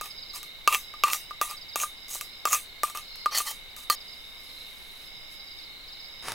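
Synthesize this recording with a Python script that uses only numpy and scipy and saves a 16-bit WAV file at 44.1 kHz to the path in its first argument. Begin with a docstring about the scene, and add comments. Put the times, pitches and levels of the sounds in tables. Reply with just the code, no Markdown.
"""A spoon knocks, scrapes and squeaks in a small steel bowl, close by, outdoors at night.
Its blows and rough slips set off the ringing of the steel; all sound of the bowl is cut off abruptly at 3.954 s.
Then dry seaweed is crumbled, heard as faint random snaps, and something slides and knocks on the tray.
All around, several kinds of cricket trill in sagging pulses, and a nearer one chirps in falling whistles.
Coloured noise adds the night air: a low rumble and a soft wash."""
import sys
import numpy as np
from scipy import signal
from scipy.fft import rfft, irfft
from scipy.io import wavfile
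from scipy.ndimage import uniform_filter1d

SR = 44100
rng = np.random.default_rng(int(sys.argv[2]) if len(sys.argv) > 2 else 0)


def wav_out(sig):
    """Save sig, one row per channel (or a flat mono array), as 16-bit PCM at SR to the path in sys.argv[1]."""
    wavfile.write(sys.argv[1], SR, np.round(np.clip(np.atleast_2d(sig).T, -1, 1) * 32767).astype(np.int16))


N = 279594
TIME = np.arange(N) / SR


def amp(db):
    """Turns decibels into a gain."""
    return 10 ** (np.asarray(db) / 20)


def unit(x):
    """Scales a sound to an average (rms) level of 1."""
    return x / np.sqrt(np.mean(x ** 2) + 1e-20)


def read(points, hz):
    """Reads a curve between its points, along a log-frequency axis."""
    point_hz, value = np.transpose(points)
    return np.interp(np.log(hz + 1), np.log(point_hz), value)


def add(mix, s, sound):
    """Mixes a sound in at time s."""
    part = mix[max(round(s * SR), 0):][:len(sound)]
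    part += sound[:len(part)]


def ring(x, response):
    """Lets a sound set off a response, as a struck or rubbed body rings."""
    return signal.fftconvolve(x, response)[:N]


def colour(points, size=2048):
    """Makes a response of energy 1 with the given spectrum, which never sounds ahead of its cause."""
    log_gain = np.log(amp(read(points, abs(np.fft.fftfreq(size, 1 / SR)))))
    spectrum = np.exp(np.conj(signal.hilbert(log_gain)))
    response = np.fft.ifft(spectrum).real[:size // 2]
    return response / np.linalg.norm(response)


def drift(per_s):
    """Random wavering of rms 1; a higher rate wavers faster."""
    knots = rng.standard_normal(4096)
    return unit(np.interp(TIME * 2 * per_s, np.arange(len(knots)), knots))


def tail(t60, size=16384):
    """Dense dying noise of energy 1 that falls by 60 dB in t60 seconds."""
    response = rng.standard_normal(size) * amp(-60 * np.arange(size) / SR / t60)
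    return response / np.linalg.norm(response)


def grains(per_s, spread_db):
    """Tiny slips or snaps of uneven size at random moments, rms 1."""
    size = amp(spread_db * np.minimum(rng.exponential(1, N), 2))
    happens = rng.random(N) < per_s / SR
    return unit(size * rng.choice([-1, 1], N) * happens)


def contact(seconds, chatter, size=400):
    """One sharp contact with a brief dying chatter after it, energy 1."""
    burst = rng.choice([-1., 1.], size) * np.exp(-np.arange(size) / SR / seconds)
    burst *= chatter / np.linalg.norm(burst)
    burst[0] = 1
    return burst / np.linalg.norm(burst)


def bouts(rows, rise_s, fall_s):
    """Gain over time: each row (start_s, end_s, level_db) fades in, holds and fades out."""
    gain = 0
    for start, end, db in rows:
        fade = np.minimum((TIME - start) / rise_s, (end - TIME) / fall_s)
        gain = gain + amp(db) * np.clip(fade, 0, 1)
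    return gain


def push(start, fastest, end, db, swell_db=12.5, release_db=11.5):
    """Gain along one stroke of the hand, which speeds up and then slows."""
    t = start + np.arange(max(round((end - start) * SR), 2)) / SR
    return amp(db + np.interp(t, [start, fastest, end], [-swell_db, 0, -release_db]))


# spectrum of the night air: pitch_hz, level_db
AIR_COLOUR = [(20, 5.5), (45, -4), (80, -10.5), (200, -13), (500, -13), (1000, -14.5), (2000, -16),
              (3200, -13.5), (5000, -18), (6000, -24), (9000, -26.5), (15000, -23)]
# how alike the air is at left and right: pitch_hz, likeness (1 = the same)
AIR_LIKENESS = [(30, 0.31), (80, 0.75), (300, 0.29), (1100, 0.65), (2000, 0.57), (16000, .2)]


def night_air(level_db=-50.5):
    """Coloured noise gives a low rumble and a soft wash of far insects, partly alike on both sides."""
    hz = np.fft.rfftfreq(N, 1 / SR)
    left, other = rfft(rng.standard_normal((2, N))) * amp(read(AIR_COLOUR, hz))
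    same = np.clip(read(AIR_LIKENESS, hz), -1, 1)
    right = same * left + np.sqrt(1 - same ** 2) * other
    return amp(level_db) * unit(irfft(np.array([left, right]), N))


def outdoors(x, scattered, balance_db, t60, late_ms):
    """A call reaches the left later; ground and foliage scatter it differently to each side."""
    share = np.clip(scattered, 0, 1)
    direct = np.array([np.roll(x, round(late_ms * SR / 1000)), x])
    echoes = np.array([ring(x, tail(t60)) for side in range(2)])
    both = np.sqrt(1 - share) * unit(direct) + np.sqrt(share) * unit(echoes)
    return unit(both) * amp([[balance_db / 2], [-balance_db / 2]])


def trill(hz, per_s, fall_hz):
    """Each wing stroke sounds one pulse that sags in pitch as the wing slows."""
    rate = per_s * (1 + .015 * drift(per_s=3))
    cycle = (np.cumsum(rate) / SR + rng.random()) % 1  # place within the pulse, 0 to 1
    pitch = hz + fall_hz * (.5 - cycle) + 40 * drift(per_s=50)
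    tone = np.sin(2 * np.pi * np.cumsum(pitch) / SR)
    return np.sin(np.pi * cycle) ** 2 * tone * amp(2.0 * drift(per_s=12))


# kinds of trilling cricket: pitch_hz, spread_hz of the distant ones, pulses_per_s, fall_hz in each pulse,
# nearest_db, distant_db, balance_db (left over right), late_ms (later on the left);
# for the main kind and those in bouts, the two levels add to the level of the trill or bout
CRICKETS = {"low": (2150, 55, 55.5, 110, -59, -55.5, -3.5, 0.14),
            "faint": (2968, 91.5, 40.5, 112, -65.5, -59.5, 1, 0.4),
            "far": (3690, 70, 45.5, 140, -57, -53, -0.5, 0.04),
            "main": (3870, 60, 27, 300, -5.5, -4.5, -3.5, .023),
            "middle": (4080, 60, 28, 304, -4, -6, -4, 0), "sweep": (4300, 198, 31, 550, -4, -3, 2.5, 0.2),
            "high": (5028, 71, 48, 300, -7, -5.5, -7, .14)}
# kinds that trill in bouts, the high one about once a second: start_s, end_s, level_db
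CRICKET_BOUTS = {"high": [(-.15, .52, -51.5), (.7, 1.42, -53.5), (1.88, 2.5, -52), (2.98, 3.58, -50),
                 (3.95, 4.7, -54.5), (4.95, 5.75, -53.5), (5.92, 6.5, -50)], "sweep": [(2.52, 3.0, -57),
                 (2.95, 3.38, -48), (5.5, 6.1, -58)], "middle": [(.1, .65, -54), (2.05, 2.42, -51),
                 (4.45, 4.74, -47.5), (4.86, 5.14, -56), (5.5, 6.1, -55)]}
# the one lull of the main trill: start_s, end_s, dip_db
LULL = (2.2, 3.45, -4.5)


def chorus(main_db=-48, resting_db=-64):
    """Of each kind, the nearest pulses clearly; two distant ones, higher and lower, blur into a shimmer."""
    swell = {}
    for kind, rows in CRICKET_BOUTS.items():
        # a faint trill goes on between bouts
        swell[kind] = amp(resting_db) + bouts(rows, rise_s=.14, fall_s=.15)
    start, end, dip_db = LULL
    swell["main"] = amp(main_db + dip_db * bouts([(start, end, 0)], rise_s=.25, fall_s=0.46))
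    out = np.zeros((2, N))
    for kind, row in CRICKETS.items():
        hz, spread_hz, per_s, fall_hz, nearest_db, distant_db, balance_db, late_ms = row
        higher = trill(hz + spread_hz, per_s * 1.13, fall_hz)
        lower = trill(hz - spread_hz, per_s * .88, fall_hz)
        nearest = outdoors(trill(hz, per_s, fall_hz), .3, balance_db, t60=.045, late_ms=late_ms)
        distant = outdoors(higher + lower, .9, balance_db, t60=.2, late_ms=late_ms)
        out += swell.get(kind, 1) * (amp(nearest_db) * nearest + amp(distant_db) * distant)
    return out


# phrases of two pairs of wing strokes: first_pair_s, level_db, leads_in (whether a single stroke comes first)
CHIRPS = [(.172, -40.5, True), (1.564, -42, True), (1.97, -54, False), (3.775, -54, True),
          (3.956, -44.5, False), (4.65, -58, False), (5.463, -45.5, True), (5.875, -45.5, False)]


def near_cricket(top_hz=5420, end_hz=4280, seconds=0.0251):
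    """Single wing strokes, mostly in pairs, each a steeply falling whistle."""
    pair_s, rest_s = .045, .074  # between strokes within a pair, and on to the next pair
    pairs = [0, pair_s, pair_s + rest_s, 2 * pair_s + rest_s]
    song = np.zeros(N)
    u = np.linspace(0, 1, round(seconds * SR))
    fade = signal.windows.tukey(len(u), .7)
    for s, db, leads_in in CHIRPS:
        lead = [-rest_s] if leads_in else []
        for offset in lead + pairs:
            pitch = (top_hz + (end_hz - top_hz) * u) * (1 + 0.0066 * rng.standard_normal())
            whistle = np.sin(2 * np.pi * np.cumsum(pitch) / SR)
            add(song, s + offset, amp(db) * np.sqrt(2) * fade * whistle)
    return np.std(song) * outdoors(song, scattered=0.26, balance_db=-5.0, t60=0.14, late_ms=.16)


# slide over the tray: start_s, fastest_s, end_s, top_level_db
TRAY_SLIDE = (6.222, 6.29, 6.37, -35.5)
# knocks on the tray: start_s, level_db
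KNOCKS = [(6.284, -8), (6.3198, -5.5)]
# spectrum of the tray: pitch_hz, level_db
TRAY_COLOUR = [(40, -6), (110, 2.5), (220, -5), (400, 0.5), (620, -3), (850, 3.5), (1100, 2), (2200, 0.5),
               (4000, -7.5), (6000, -6), (8000, -11), (10000, -4.5), (12000, -17), (16000, -16)]


def tray():
    """A short rough slide and two knocks set off the tray."""
    drive = np.zeros(N)
    add(drive, TRAY_SLIDE[0], push(*TRAY_SLIDE))
    drive *= grains(per_s=5000, spread_db=3.5)
    for s, db in KNOCKS:
        add(drive, s, amp(db) * contact(seconds=0.002, chatter=2))
    return ring(drive, colour(TRAY_COLOUR))


# pinches of crumbling seaweed: start_s, end_s, level_db
CRUMBLES = [(3.98, 4.42, -62), (4.38, 5.13, -56.5), (5.29, 5.39, -51.5), (5.55, 5.68, -63)]
# spectrum of the snapping flakes: pitch_hz, level_db
FLAKE_COLOUR = [(500, -45), (2500, 2), (5000, -1), (7500, -4.5), (11000, 2), (16000, -7)]


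def seaweed():
    """Dry flakes snap faintly between gloved fingers."""
    snaps = ring(grains(per_s=2500, spread_db=4.0), colour(FLAKE_COLOUR))
    return bouts(CRUMBLES, rise_s=.04, fall_s=.07) * snaps


# ringing tones of the bowl, damped by sauce and fingers: pitch_hz, level_db, t60_s (time to fall 60 dB), family
BOWL_MODES = [(1203, -1.5, 0.098, "fundamental"), (1173, -14, 0.17, "fundamental"),
              (1157, -11, 0.08, "fundamental"), (1153, -59.5, 0.045, "fundamental"),
              (1082, -16.5, 0.06, "fundamental"), (2670, -8.5, 0.1, "wall"), (2424, -11, 0.026, "wall"),
              (2580, -18, 0.017, "wall"), (2520, -11, 0.019, "wall"), (2980, -27.5, 0.038, "wall"),
              (3920, -44, .04, "wall"), (1830, -22, 0.18, "rim"), (1840, -39, 0.17, "rim"),
              (3130, -14.5, 0.12, "rim"), (4280, -5, 0.063, "rim"), (4580, -8, .045, "rim"),
              (4770, -22.5, 0.21, "rim"), (6158, -0.5, .22, "high"), (6470, -7, 0.26, "high"),
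              (6640, -32, .22, "high"), (6675, -6, 0.17, "high"), (6870, -18, 0.18, "high"),
              (7000, -35, 0.57, "high"), (7450, -11, 0.29, "high"), (9763, 6.5, 0.28, "high"),
              (11100, 4, 0.21, "high")]


def modes(family, detune=0, size=12000):
    """Free ringing of one family of bowl tones; the spoon's touch can pull each a little off pitch."""
    t = np.arange(size) / SR
    total = np.zeros(size)
    for hz, db, t60, name in BOWL_MODES:
        if name == family:
            pulled_hz = hz + detune / t60 * rng.standard_normal()  # short rings are pulled further
            total += amp(db - 60 * t / t60) * np.cos(2 * np.pi * pulled_hz * t)
    return total


def shimmer(x, t60):
    """Countless close tones store the energy of x and let it die; which ones sound shifts as the spoon moves."""
    keep = amp(-120 / t60 / SR)
    stored = signal.lfilter([1 - keep], [1, -keep], x ** 2)
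    spectra = signal.stft(rng.standard_normal(N), nperseg=512)[2]
    # smooth patches over pitch, then over time
    patches = uniform_filter1d(rng.standard_normal(spectra.shape), size=4, axis=0)
    patches = unit(uniform_filter1d(patches, size=14, axis=1))
    cloud = unit(signal.istft(spectra * amp(4 * patches), nperseg=512)[1][:N])
    return np.sqrt(stored) * cloud


# squeaks, where the slips lock into a rough tone: start_s, end_s, pitch_hz, level_db
SQUEAK_TIMES = [(1.129, 1.136, 7000, -34), (1.79, 1.847, 6500, -33.5), (2.11, 2.143, 6650, -40),
                (2.483, 2.504, 6600, -33), (2.516, 2.553, 6620, -22), (3.342, 3.39, 4650, -30.5)]


def squeaks(wander_hz=260):
    """Steel chatters on steel at an unsteady pitch."""
    out = np.zeros(N)
    wander = wander_hz * drift(per_s=770)
    flutter = amp(1.9 * drift(per_s=340))
    for start, end, hz, db in SQUEAK_TIMES:
        first = round(start * SR)
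        span = np.arange(first, max(round(end * SR), first + 2))
        tone = np.sin(2 * np.pi * np.cumsum(hz + wander[span]) / SR)
        add(out, start, amp(db) * tone * flutter[span] * signal.windows.tukey(len(span), .5))
    return out


# scraping strokes: start_s, fastest_s, end_s, top_level_db, pressure_db on the low tones,
# place (0 = wall, 1 = rim)
SCRAPE_STROKES = [(0.028, 0.043, .09, -43, 4, 0), (.333, 0.359, 0.39, -38.5, -2, .3),
                  (0.691, 0.744, 0.76, -29, 5, 0), (1.045, 1.082, 1.115, -37.5, 12, .25),
                  (1.112, 1.129, 1.165, -27.5, -20, .2), (1.416, 1.42, 1.48, -35, -1.5, .1),
                  (1.476, 1.508, 1.542, -40.5, 4, 0.38), (1.762, 1.829, 1.85, -29.5, -3, 0.14),
                  (2.079, 2.134, 2.19, -34, -20, .45), (2.471, 2.53, 2.576, -28.5, -0.5, .15),
                  (2.835, 2.868, 2.91, -42, 5, 0.17), (2.947, 2.953, 3.01, -40, 2, .1),
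                  (3.31, 3.334, 3.36, -44.5, 16, 0.67), (3.342, 3.353, 3.375, -30, 8, 1),
                  (3.367, 3.377, 3.424, -26.5, -2, 1), (3.453, 3.475, 3.52, -30.5, 2, 0.88),
                  (3.765, 3.762, 3.85, -45.5, -11, .33), (3.905, 3.925, 3.97, -36.5, 4.5, 0.95)]
# spectra of the gritty contact and of the rasping wall and rim: pitch_hz, level_db
GRIT_COLOUR = [(200, -32), (400, -15.5), (700, -4.5), (1500, -9), (2600, -4.5), (4200, -9.5), (6400, 4),
               (8000, 2.5), (12000, 2), (16000, -1.5)]
WALL_COLOUR = [(300, -26), (600, -8.5), (1000, -1), (1200, 7.5), (1500, -14.5), (2100, 0), (2600, 0.5),
               (3300, -4), (4200, -12), (8000, -35)]
RIM_COLOUR = [(300, -35), (600, -28), (820, -1), (1400, -19), (2000, 6), (2400, -26), (3100, 5.5),
              (3700, -6), (4500, -7), (5600, 6.5), (7500, -9), (11000, -27)]


def scrapes(ease_db=4):
    """The spoon sticks and slips in clumps of grains; pressing harder wakes the low tones: (grit, body)."""
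    grit, wall, rim, wall_rasp, rim_rasp = np.zeros((5, N))
    slips = unit(grains(per_s=3500, spread_db=3.5) * amp(3.4 * drift(per_s=180)))
    for start, fastest, end, db, press_db, place in SCRAPE_STROKES:
        stroke = push(start, fastest, end, db)
        stroke = stroke * unit(slips[round(start * SR):][:len(stroke)])
        # the hand eases its pressure along the stroke
        pressed = stroke * amp(press_db + ease_db * np.linspace(.5, -.5, len(stroke)))
        add(grit, start, stroke)
        add(wall, start, pressed * (1 - place))
        add(rim, start, pressed * place)
        # every stroke touches a new spot, which rings with its own scatter of short tones
        rasp = signal.fftconvolve(pressed, tail(t60=.045))
        add(wall_rasp, start, rasp * (1 - place))
        add(rim_rasp, start, rasp * place)
    body = amp(-27.5) * ring(wall + .5 * rim, modes("fundamental"))
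    body += amp(-4) * ring(wall_rasp, colour(WALL_COLOUR)) + amp(-27) * ring(wall, modes("wall"))
    body += amp(-5) * ring(rim_rasp, colour(RIM_COLOUR)) + amp(-23) * ring(rim, modes("rim"))
    return ring(grit, colour(GRIT_COLOUR)), body


# spoon blows: start_s, strength_db, free_db (how freely the fundamental rings), touch
SPOON_BLOWS = [(.012, -10.5, -1, "base"), (.430, -14.5, -3.5, "edge"), (.676, 0, 0, "wall"),
               (.726, -4.5, -10, "skid"), (.747, 0.5, 4, "skid"), (.939, -32, -6, "soft"),
               (1.037, -2, 0, "wall"), (1.071, -30.5, 1, "soft"), (1.101, -9.5, 1, "skid"),
               (1.1331, 3, -4, "edge"), (1.146, -8, -3, "edge"), (1.309, -30.5, -2, "soft"),
               (1.414, -1, 0, "base"), (1.7581, -1.5, -7.5, "base"), (1.801, -10.5, -2, "skid"),
               (1.8349, -27, 2, "soft"), (2.154, -14, -1, "sauce"), (2.211, -6, -3.5, "edge"),
               (2.454, 0, 0, "base"), (2.473, -23, -3, "soft"), (2.53, 4, 5, "edge"),
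               (2.548, -4, 5.5, "edge"), (2.8339, 0.5, 9, "sauce"), (2.899, -14.5, 1, "edge"),
               (2.9505, -29, -5, "soft"), (2.973, -9.5, -7, "edge"), (3.1573, -20, -11, "edge"),
               (3.2597, -17.5, 0.5, "soft"), (3.3223, -28.5, -5, "soft"), (3.3485, -8.5, -9, "rim"),
               (3.375, -10, -5, "rim"), (3.403, -26, -2, "soft"), (3.7649, -17, -4, "edge"),
               (3.833, -24, -10, "edge"), (3.8999, 4, 1.5, "rim")]
# what each kind of touch wakes, relative to the blow's strength:
# fundamental_db, wall_db, rim_db, thud_db
TOUCH_LEVELS = {"wall": (-9, -8, -25, -3.5), "base": (-16, -22, -34, -4), "sauce": (-26, -40, -43, -3.5),
                "rim": (-19.5, -30, -16, -11.5), "soft": (3, -18, -14, 7.5), "edge": (-27, -28, -42, -21),
                "skid": (-26, -12, -36, -23)}
# spectra of the sharp tick and the dull thud: pitch_hz, level_db
TICK_COLOUR = [(200, -55), (600, -14), (1500, 5), (2600, 4.5), (4200, 4), (6400, 6.5), (8000, -0.5),
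               (12000, 3), (16000, 4.5)]
THUD_COLOUR = [(60, -33), (200, -0.5), (380, -0.5), (650, 5.5), (1000, 8.5), (1450, -21), (3000, -10),
               (8000, -47)]


def blows():
    """Each blow gives a tick, a dull thud and ringing tones: (ticks, body)."""
    ticks, ringing, thuds = np.zeros((3, N))
    # the spoon settles on the steel a moment after it lands and damps the ring
    settle = amp(np.interp(np.arange(12000) / SR, [.011, .022], [0, -5]))
    for s, strength_db, free_db, touch in SPOON_BLOWS:
        fundamental_db, wall_db, rim_db, thud_db = strength_db + np.array(TOUCH_LEVELS[touch])
        add(ticks, s, amp(strength_db) * contact(seconds=.0014, chatter=5))
        add(thuds, s, amp([thud_db]))
        families = ("fundamental", fundamental_db + free_db), ("wall", wall_db), ("rim", rim_db)
        for family, db in families:
            add(ringing, s, amp(db) * settle * modes(family, detune=1.0))
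    # the tray below throws the ring back, so it holds for a moment before it falls
    ringing += amp(-7) * np.roll(ringing, round(.005 * SR))
    body = amp(-2.0) * ringing + ring(thuds, colour(THUD_COLOUR))
    return ring(ticks, colour(TICK_COLOUR)), body


# spectrum of the steel's shimmer: pitch_hz, level_db
SHIMMER_COLOUR = [(300, -32), (600, -10), (900, -13), (1600, -5), (2600, 0.5), (4500, -3.5), (6500, 2.5),
                  (9000, 4), (16000, -1)]


def spoon_and_bowl(lowest_hz=320, cut_s=3.954):
    """Blows, scrapes and squeaks excite the steel's high tones; so small a bowl radiates no bass."""
    ticks, blow_body = blows()
    grit, scrape_body = scrapes()
    bright = ticks + grit + squeaks()
    sound = bright + blow_body + scrape_body
    sound += amp(-3.5) * ring(shimmer(bright, t60=0.22), colour(SHIMMER_COLOUR))
    sound += amp(-53) * ring(bright, modes("high"))
    no_bass = signal.butter(4, lowest_hz, "high", fs=SR, output="sos")
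    sound = signal.sosfilt(no_bass, sound)
    return sound * np.clip((cut_s - TIME) / 0.00062, 0, 1)  # all sound of the bowl is cut off abruptly


def scene():
    """The food is handled dead centre; the insects are spread wide."""
    background = night_air() + chorus() + near_cricket()
    return background + tray() + seaweed() + spoon_and_bowl()


def record(dry, edge_hz=16050):
    """Takes away the highest treble, above the band limit."""
    low_pass = signal.firwin(301, edge_hz, window=("kaiser", 9), fs=SR)
    return signal.oaconvolve(dry, low_pass[None], "same")


dry = scene()
out = record(dry)
wav_out(out)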